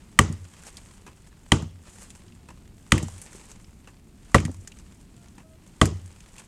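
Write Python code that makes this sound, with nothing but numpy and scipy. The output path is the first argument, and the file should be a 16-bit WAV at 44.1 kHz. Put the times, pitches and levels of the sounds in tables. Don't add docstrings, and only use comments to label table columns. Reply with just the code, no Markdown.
import sys
import numpy as np
from scipy import signal
from scipy.fft import rfft, irfft, next_fast_len
from scipy.io import wavfile
from scipy.ndimage import uniform_filter1d, map_coordinates

SR = 44100
rng = np.random.default_rng(int(sys.argv[2]) if len(sys.argv) > 2 else 0)


def elevation(decibels):
    levels = np.asarray(decibels, float)
    return 10 ** (levels / 20)


def generate_wav(sig):
    pcm = np.round(np.clip(np.atleast_2d(sig).T, -1, 1) * 32767).astype(np.int16)
    wavfile.write(sys.argv[1], SR, pcm)


N = 285327


def unit(x):
    return x / np.sqrt(np.mean(x ** 2) + 1e-20)


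def along(points, hz):
    f, v = np.transpose(points)
    return np.interp(np.log(hz + 1), np.log(f + 1), v)


def wobble(rate):
    knots = rng.standard_normal(int(N * rate / SR) + 4)
    return map_coordinates(knots, [np.arange(N) * rate / SR])


def filtered(x, response):
    n = x.shape[-1]
    m = next_fast_len(n + 8192)
    spectrum = rfft(x, m) * response(np.fft.rfftfreq(m, 1 / SR))
    return irfft(spectrum, m)[..., :n]


def resonance(hz, width):
    return lambda f: 1j * f * width / (hz * hz - f * f + 1j * f * width)


def add(track, s, sound):
    part = track[round(s * SR):][:len(sound)]
    part += sound[:len(part)]


# frequency in Hz, relative density in dB per Hz.
RUMBLE_COLOUR = [(12, -34.5), (20, -0.5), (70, -0.5), (145, -6.5), (195, -4), (255, -11), (358, -14),
                 (528, -29), (700, -25.5), (910, -37.5), (1540, -120)]
RUMBLE_DB = -51


def far_rumble():
    rumble = unit(filtered(rng.standard_normal(N), lambda f: elevation(along(RUMBLE_COLOUR, f))))
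    return elevation(RUMBLE_DB) * rumble * elevation(wobble(2))


# frequency in Hz, middling peak level in dB.
WHINE_TONE = (14050, -79)


def electronic_whine():
    hz, db = WHINE_TONE
    return elevation(db + 3 * wobble(25)) * np.sin(2 * np.pi * hz * np.arange(N) / SR)


# start in seconds, end in seconds, pitch in Hz, middling rms level in dB,
# rms level of the octave above in dB.
HOOT_NOTES = [(5.153, 5.308, 695, -69.5, -74.5), (5.419, 5.578, 640, -61, -74)]


def hoot():
    out, t = np.zeros(N), np.arange(N) / SR
    for start, end, hz, db, octave_db in HOOT_NOTES:
        fade = np.clip(np.minimum(t - start, end - t) / 0.034, 0, 1)
        tremble = elevation(1.8 * wobble(30))
        note = elevation(db + 3) * np.sin(2 * np.pi * hz * t)
        note += elevation(octave_db + 3) * np.sin(4 * np.pi * hz * t)
        out += fade * tremble * note
    return out


# frequency in Hz, relative density in dB per Hz.
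LEAF_COLOUR = [(240, -31.5), (400, -4.5), (599, -6), (628, -12), (792, -6.5), (911, -5), (1360, -8.5),
               (2700, -9.5), (3860, -13), (6860, -1), (8390, -0.5), (12800, -19), (14400, -26.5),
               (15600, -37), (16400, -61.5)]
SPLIT_HZ = 4900


def leafy_noise(n):
    high = lambda f: 1 / (1 + (SPLIT_HZ / (f + 1)) ** 8)
    colour = lambda f: elevation(along(LEAF_COLOUR, f)) * [1 - high(f), high(f)]
    dull, bright = filtered(rng.standard_normal((2, n)), colour)
    return unit(dull), unit(bright)


# middle in seconds, half length in seconds,
# dull level in dB, bright level in dB.
FOOT_SHIFTS = [(0.675, 0.017, -51, -47), (1.878, 0.021, -55, -58), (1.943, 0.026, -72, -58.5),
               (2.027, 0.024, -58.5, -56), (3.273, 0.015, -63, -79.5), (3.362, 0.017, -70, -59),
               (6.396, 0.017, -55, -53.5)]
# time in seconds, amount of stir in dB.
LEAF_STIR = [(0.0, -65), (0.16, -65), (0.38, -60.5), (0.85, -58), (0.94, -59.5), (1.08, -67.5), (1.35, -66),
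             (1.53, -63.5), (1.84, -64.5), (2.03, -59), (2.47, -67.5), (2.72, -68), (3.03, -54.5),
             (3.13, -56), (3.37, -56.5), (3.89, -68.5), (4.13, -69.5), (4.34, -62.5), (4.56, -62),
             (4.79, -62), (5.24, -66), (5.41, -70), (5.69, -66), (5.82, -62.5), (5.97, -60.5), (6.2, -64),
             (6.47, -63)]
STIR_MID_DB = -63.5
DULL_DB, DULL_GROWS = -62, 0.8
BRIGHT_DB, BRIGHT_GROWS = -63.5, 1.1


def rustle():
    t = np.arange(N) / SR
    stir_db = np.interp(t, *np.transpose(LEAF_STIR)) - STIR_MID_DB + 1.7 * wobble(5.7)
    dull_step, bright_step = np.zeros((2, N))
    for middle, half, dull_db, bright_db in FOOT_SHIFTS:
        shift = np.exp(-((t - middle) / half) ** 2)
        dull_step += elevation(dull_db) * shift
        bright_step += elevation(bright_db) * shift

    rate = 110
    strength = np.minimum(rng.exponential(size=(3, N)), 3)
    crackles = (rng.random((3, N)) < rate / SR) * strength
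    decay = np.exp(-t[None, :800] / 0.0022)
    both, dull, bright = signal.fftconvolve(crackles, decay, axes=1)[:, :N]

    crunch, fizz = leafy_noise(N)
    crunch = unit((1 + 1.1 * both + 0.39 * dull) * crunch)
    fizz = unit((1 + 0.62 * both + 1.1 * bright) * fizz)
    dull_level = elevation(DULL_DB + DULL_GROWS * stir_db + 0.8 * wobble(6.7)) + dull_step
    bright_level = elevation(BRIGHT_DB + BRIGHT_GROWS * stir_db + 0.8 * wobble(29)) + bright_step
    return dull_level * crunch + bright_level * fizz


def contact(t60, colour):
    t = np.arange(SR // 8) / SR
    ragged = elevation(2.5 * unit(uniform_filter1d(rng.standard_normal(len(t)), size=60)))
    shape = elevation(-60 * t / t60) + 0.27 * ragged * elevation(-60 * t / (5 * t60))
    onset = 1 - np.exp(-t / 0.00069)
    sound = filtered(shape * onset * rng.standard_normal(len(t)), colour)
    return sound / np.abs(sound).max()


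# time in seconds, peak level in dB,
# gap to the second knock in seconds, peak level of the second knock in dB.
GRIP_KNOCKS = [(1.065, -34, 0.012, -36), (2.487, -37.5, .016, -39), (3.874, -35.5, .012, -44),
               (5.38, -37.5, 0.023, -45)]
# frequency in Hz, width in Hz, relative level in dB.
HANDLE_MODES = [(302, 78, 7.5), (995, 170, 4.5), (1750, 370, -3.5), (2660, 260, -1.5), (7200, 4900, -13.5)]
GRIP_T60_S = 0.037


def handle_knocks():
    out = np.zeros(N)

    def handle(f):
        modes = enumerate(HANDLE_MODES)
        return sum((-1) ** k * elevation(db) * resonance(hz, width)(f) for k, (hz, width, db) in modes)

    for s, db, gap, second_db in GRIP_KNOCKS:
        start = s - 0.001
        add(out, start, elevation(db) * contact(GRIP_T60_S, handle))
        add(out, start + gap, elevation(second_db) * contact(GRIP_T60_S, handle))
    return out


# time in seconds, leafy peak level in dB, leafy pitch in Hz,
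# woody peak level in dB, woody pitch in Hz.
CHIP_LANDINGS = [(0.212, -23, 7290, -59, 1790), (0.326, -31, 8140, -44, 1210),
                 (0.444, -44, 6940, -52, 1510), (0.636, -36.5, 7740, -42, 1630),
                 (0.668, -33, 7200, -43, 890), (0.77, -33.5, 7900, -34, 4300),
                 (0.869, -50, 7010, -59, 1820), (1.272, -45.5, 7950, -53, 1520),
                 (1.623, -38, 7590, -35, 806), (2.104, -34, 7450, -39, 2850), (2.282, -49, 5340, -48, 3040),
                 (2.323, -63, 7310, -47, 2540), (2.98, -23.5, 7900, -22, 2130),
                 (3.028, -28, 7560, -33.5, 590), (3.083, -33, 7240, -36, 746),
                 (3.217, -26, 8700, -45, 1720), (3.33, -36.5, 7170, -44, 1810),
                 (3.348, -44, 7590, -38.5, 377), (3.516, -35.5, 6750, -62, 1750),
                 (3.645, -46, 5200, -48, 2620), (4.318, -45, 7370, -47.5, 1200),
                 (4.383, -37, 6600, -21, 2010), (4.402, -29, 7200, -30, 2240),
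                 (4.452, -25, 7300, -27.5, 2000), (4.481, -51, 7000, -28, 240),
                 (4.495, -53, 7000, -28.5, 258), (4.515, -41, 8100, -48, 1020),
                 (4.675, -30, 6600, -38, 1810), (4.719, -41.5, 6800, -40.5, 2730),
                 (4.788, -40.5, 6700, -48.5, 2050), (5.012, -45.5, 8500, -60, 2500),
                 (5.166, -45.5, 7500, -54, 2500), (5.285, -45.5, 6700, -49.5, 2620),
                 (5.676, -44, 7300, -57.5, 2080), (5.856, -15.5, 7500, -26, 1990),
                 (6.06, -42, 8000, -54.5, 2440), (6.077, -42.5, 8000, -57, 2530),
                 (6.205, -41, 7020, -45, 2510), (6.116, -47.5, 7000, -58, 2500),
                 (6.363, -45, 9000, -57.5, 2500), (6.382, -37, 7500, -38.5, 2800)]
CHIP_T60_S = 0.011


def chips():
    out = np.zeros(N)

    def peaked(hz):
        narrow, broad, skirt = resonance(hz, 0.25 * hz), resonance(hz, 1.2 * hz), resonance(hz, 0.9 * hz)
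        return lambda f: (narrow(f) + 0.5 * broad(f)) * skirt(f)

    for s, leafy_db, leafy_hz, woody_db, woody_hz in CHIP_LANDINGS:
        woody = elevation(woody_db) * contact(CHIP_T60_S, peaked(woody_hz))
        leafy = elevation(leafy_db) * contact(CHIP_T60_S, peaked(leafy_hz))
        add(out, s - 0.001, woody + leafy)
    return out


# time in seconds, thud level in dB over the stump modes,
# extra level of the slowly dying modes in dB, relative level of the late rebound in dB.
THUD_BLOWS = [(0.1915, -0.8, 3.5, -15), (1.5191, -0.7, 0, -18), (2.923, -0.15, 1.5, -16),
              (4.3444, 2, 2, -15), (5.8140, 0.94, 3, -32)]
# frequency in Hz, level in dB, t60 in seconds, direction of first swing.
STUMP_MODES = [(67.7, -24.3, 0.367, -1), (76.2, -20.1, 0.254, -1), (88.2, -25.0, 0.898, -1),
               (98.0, -21.4, 0.629, 1), (111.6, -12.6, 0.095, -1), (154.0, -5.9, 0.074, 1),
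               (156.4, -17.7, 0.389, -1), (204.2, -26.8, 0.343, 1), (226.9, -14.2, 0.176, -1),
               (279.0, -13.3, 0.069, -1), (301.5, -12.0, 0.036, 1), (411.5, -36.9, 0.325, -1)]
# early delay in seconds, early relative level in dB, late delay in seconds.
REBOUND_TIMING = (.01595, -8.5, .1053)
STILL_S = 0.32


def thuds():
    out, t = np.zeros(N), np.arange(SR * 3 // 4) / SR
    hz, level, t60, swing = np.transpose(STUMP_MODES)[:, :, None]
    early, early_db, late = REBOUND_TIMING
    damping = 1 / (1 + np.exp((t - STILL_S) / 0.015))
    for s, db, slow_db, late_db in THUD_BLOWS:
        strength = level + db + rng.normal(0, 0.3, hz.shape)
        strength[t60 > 0.5] += slow_db
        modes = swing * elevation(strength - 60 * t / t60) * np.sin(2 * np.pi * hz * t) * damping
        thud = modes.sum(axis=0)
        dull_knock = (modes * (t60 < 0.2)).sum(axis=0)
        add(out, s, thud)
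        add(out, s + early, elevation(early_db) * thud)
        add(out, s + late, elevation(late_db) * dull_knock)
    return out


# frequency in Hz, relative density in dB per Hz.
ECHO_COLOUR = [(180, -48.5), (300, 4.5), (713, -20.5), (1230, -11), (1750, -23), (2740, -23), (4300, -33),
               (7320, -22), (10600, -32), (14200, -51.5), (16000, -82.5)]
# frequency in Hz, t60 in seconds.
TRUNK_DECAY = [(300, 0.25), (700, 0.35), (1800, 0.18), (5000, 0.42), (12000, 0.095)]
ECHO_DB = -22.5


def trunk_echoes():
    out, t = np.zeros(N), np.arange(SR * 3 // 4) / SR
    for s, *_ in THUD_BLOWS:
        noise = unit(filtered(rng.standard_normal(len(t)), lambda f: elevation(along(ECHO_COLOUR, f))))
        f, frame, z = signal.stft(noise, SR, nperseg=256)
        lumps = uniform_filter1d(rng.standard_normal(z.shape), size=12, axis=0)
        lumps = unit(uniform_filter1d(lumps, size=2, axis=1))
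        decay_db = -60 * frame / along(TRUNK_DECAY, f)[:, None]
        tail = signal.istft(z * elevation(2.1 * lumps + decay_db), SR, nperseg=256)[1][:len(t)]
        add(out, s, elevation(ECHO_DB) * tail * (1 - np.exp(-t / 0.0003)))
    return out


# time in seconds, then peak levels in dB of thump, knock,
# clack and snap, and the level in dB of the splinter noise at the top of its burst.
BLADE_BITES = [(0.1886, -17.5, -3.5, 1, -7, -10.5), (1.518, -14.5, -13.5, -8, -3.5, -17),
               (2.919, -20, -10.5, -3, -2, -16), (4.344, -6, -4.5, -6, -29, -20.5),
               (5.813, -13.5, -4, -8.5, -9, -18)]
# frequency in Hz, width in Hz,
# delay in seconds, rise in seconds, fall in seconds.
CUT_FACE = [(544, 340, 0, 0.006, .015), (1161.5, 200, 0.00088, .0016, 0.01),
            (1946, 230, 0.00029, 0.001, 0.002), (3004, 390, 0.0017, 0.00068, 0.004)]


def bites():
    out, t = np.zeros(N), np.arange(SR // 4) / SR

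    def burst(start, rise, fall):
        u = np.maximum(t - start, 0)
        return u / rise * np.exp(1 - u / rise) + 0.033 * (u > 0) * np.exp(-u / fall)

    nearby = elevation(-32.5 - 60 * t / 0.41) * (1 - np.exp(-t / 0.003))
    for s, *levels, splinter_db in BLADE_BITES:
        for (hz, width, *timing), level_db in zip(CUT_FACE, levels):
            tearing = burst(*timing)
            noise = (tearing + nearby) * rng.standard_normal(len(t))
            steady = 0.96 * np.sin(2 * np.pi * hz * t) / np.sqrt(width / 60)
            ring = filtered(noise + 0.3 * tearing * steady, resonance(hz, width))
            add(out, s, elevation(level_db) * ring / np.abs(ring).max())
        splinters = burst(0.0006, 0.0015, 0.018) * leafy_noise(len(t))[1]
        add(out, s, elevation(splinter_db) * splinters)
    return out


HOUSING_HZ = 10700


def housing(sharp):
    return filtered(sharp, lambda f: 1 / (1 - (f / HOUSING_HZ) ** 2 + 1.2j * f / HOUSING_HZ) ** 2)


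def scene():
    background = far_rumble() + electronic_whine() + hoot()
    sharp = housing(handle_knocks() + chips() + bites())
    return (background + rustle() + thuds() + trunk_echoes() + sharp)[None]


def band_limit(x):
    return signal.sosfilt(signal.butter(12, 16510, fs=SR, output="sos"), x)


HISS_DB = -69


def record(dry):
    hissing = dry + elevation(HISS_DB) * rng.standard_normal(dry.shape)
    top_cut = filtered(hissing, lambda f: 1 / np.sqrt(1 + (f / 13000) ** 12))
    rounded = top_cut / (1 + np.abs(top_cut) ** 10) ** (1 / 10)
    return band_limit(rounded)


dry = scene()
out = record(dry)
generate_wav(out)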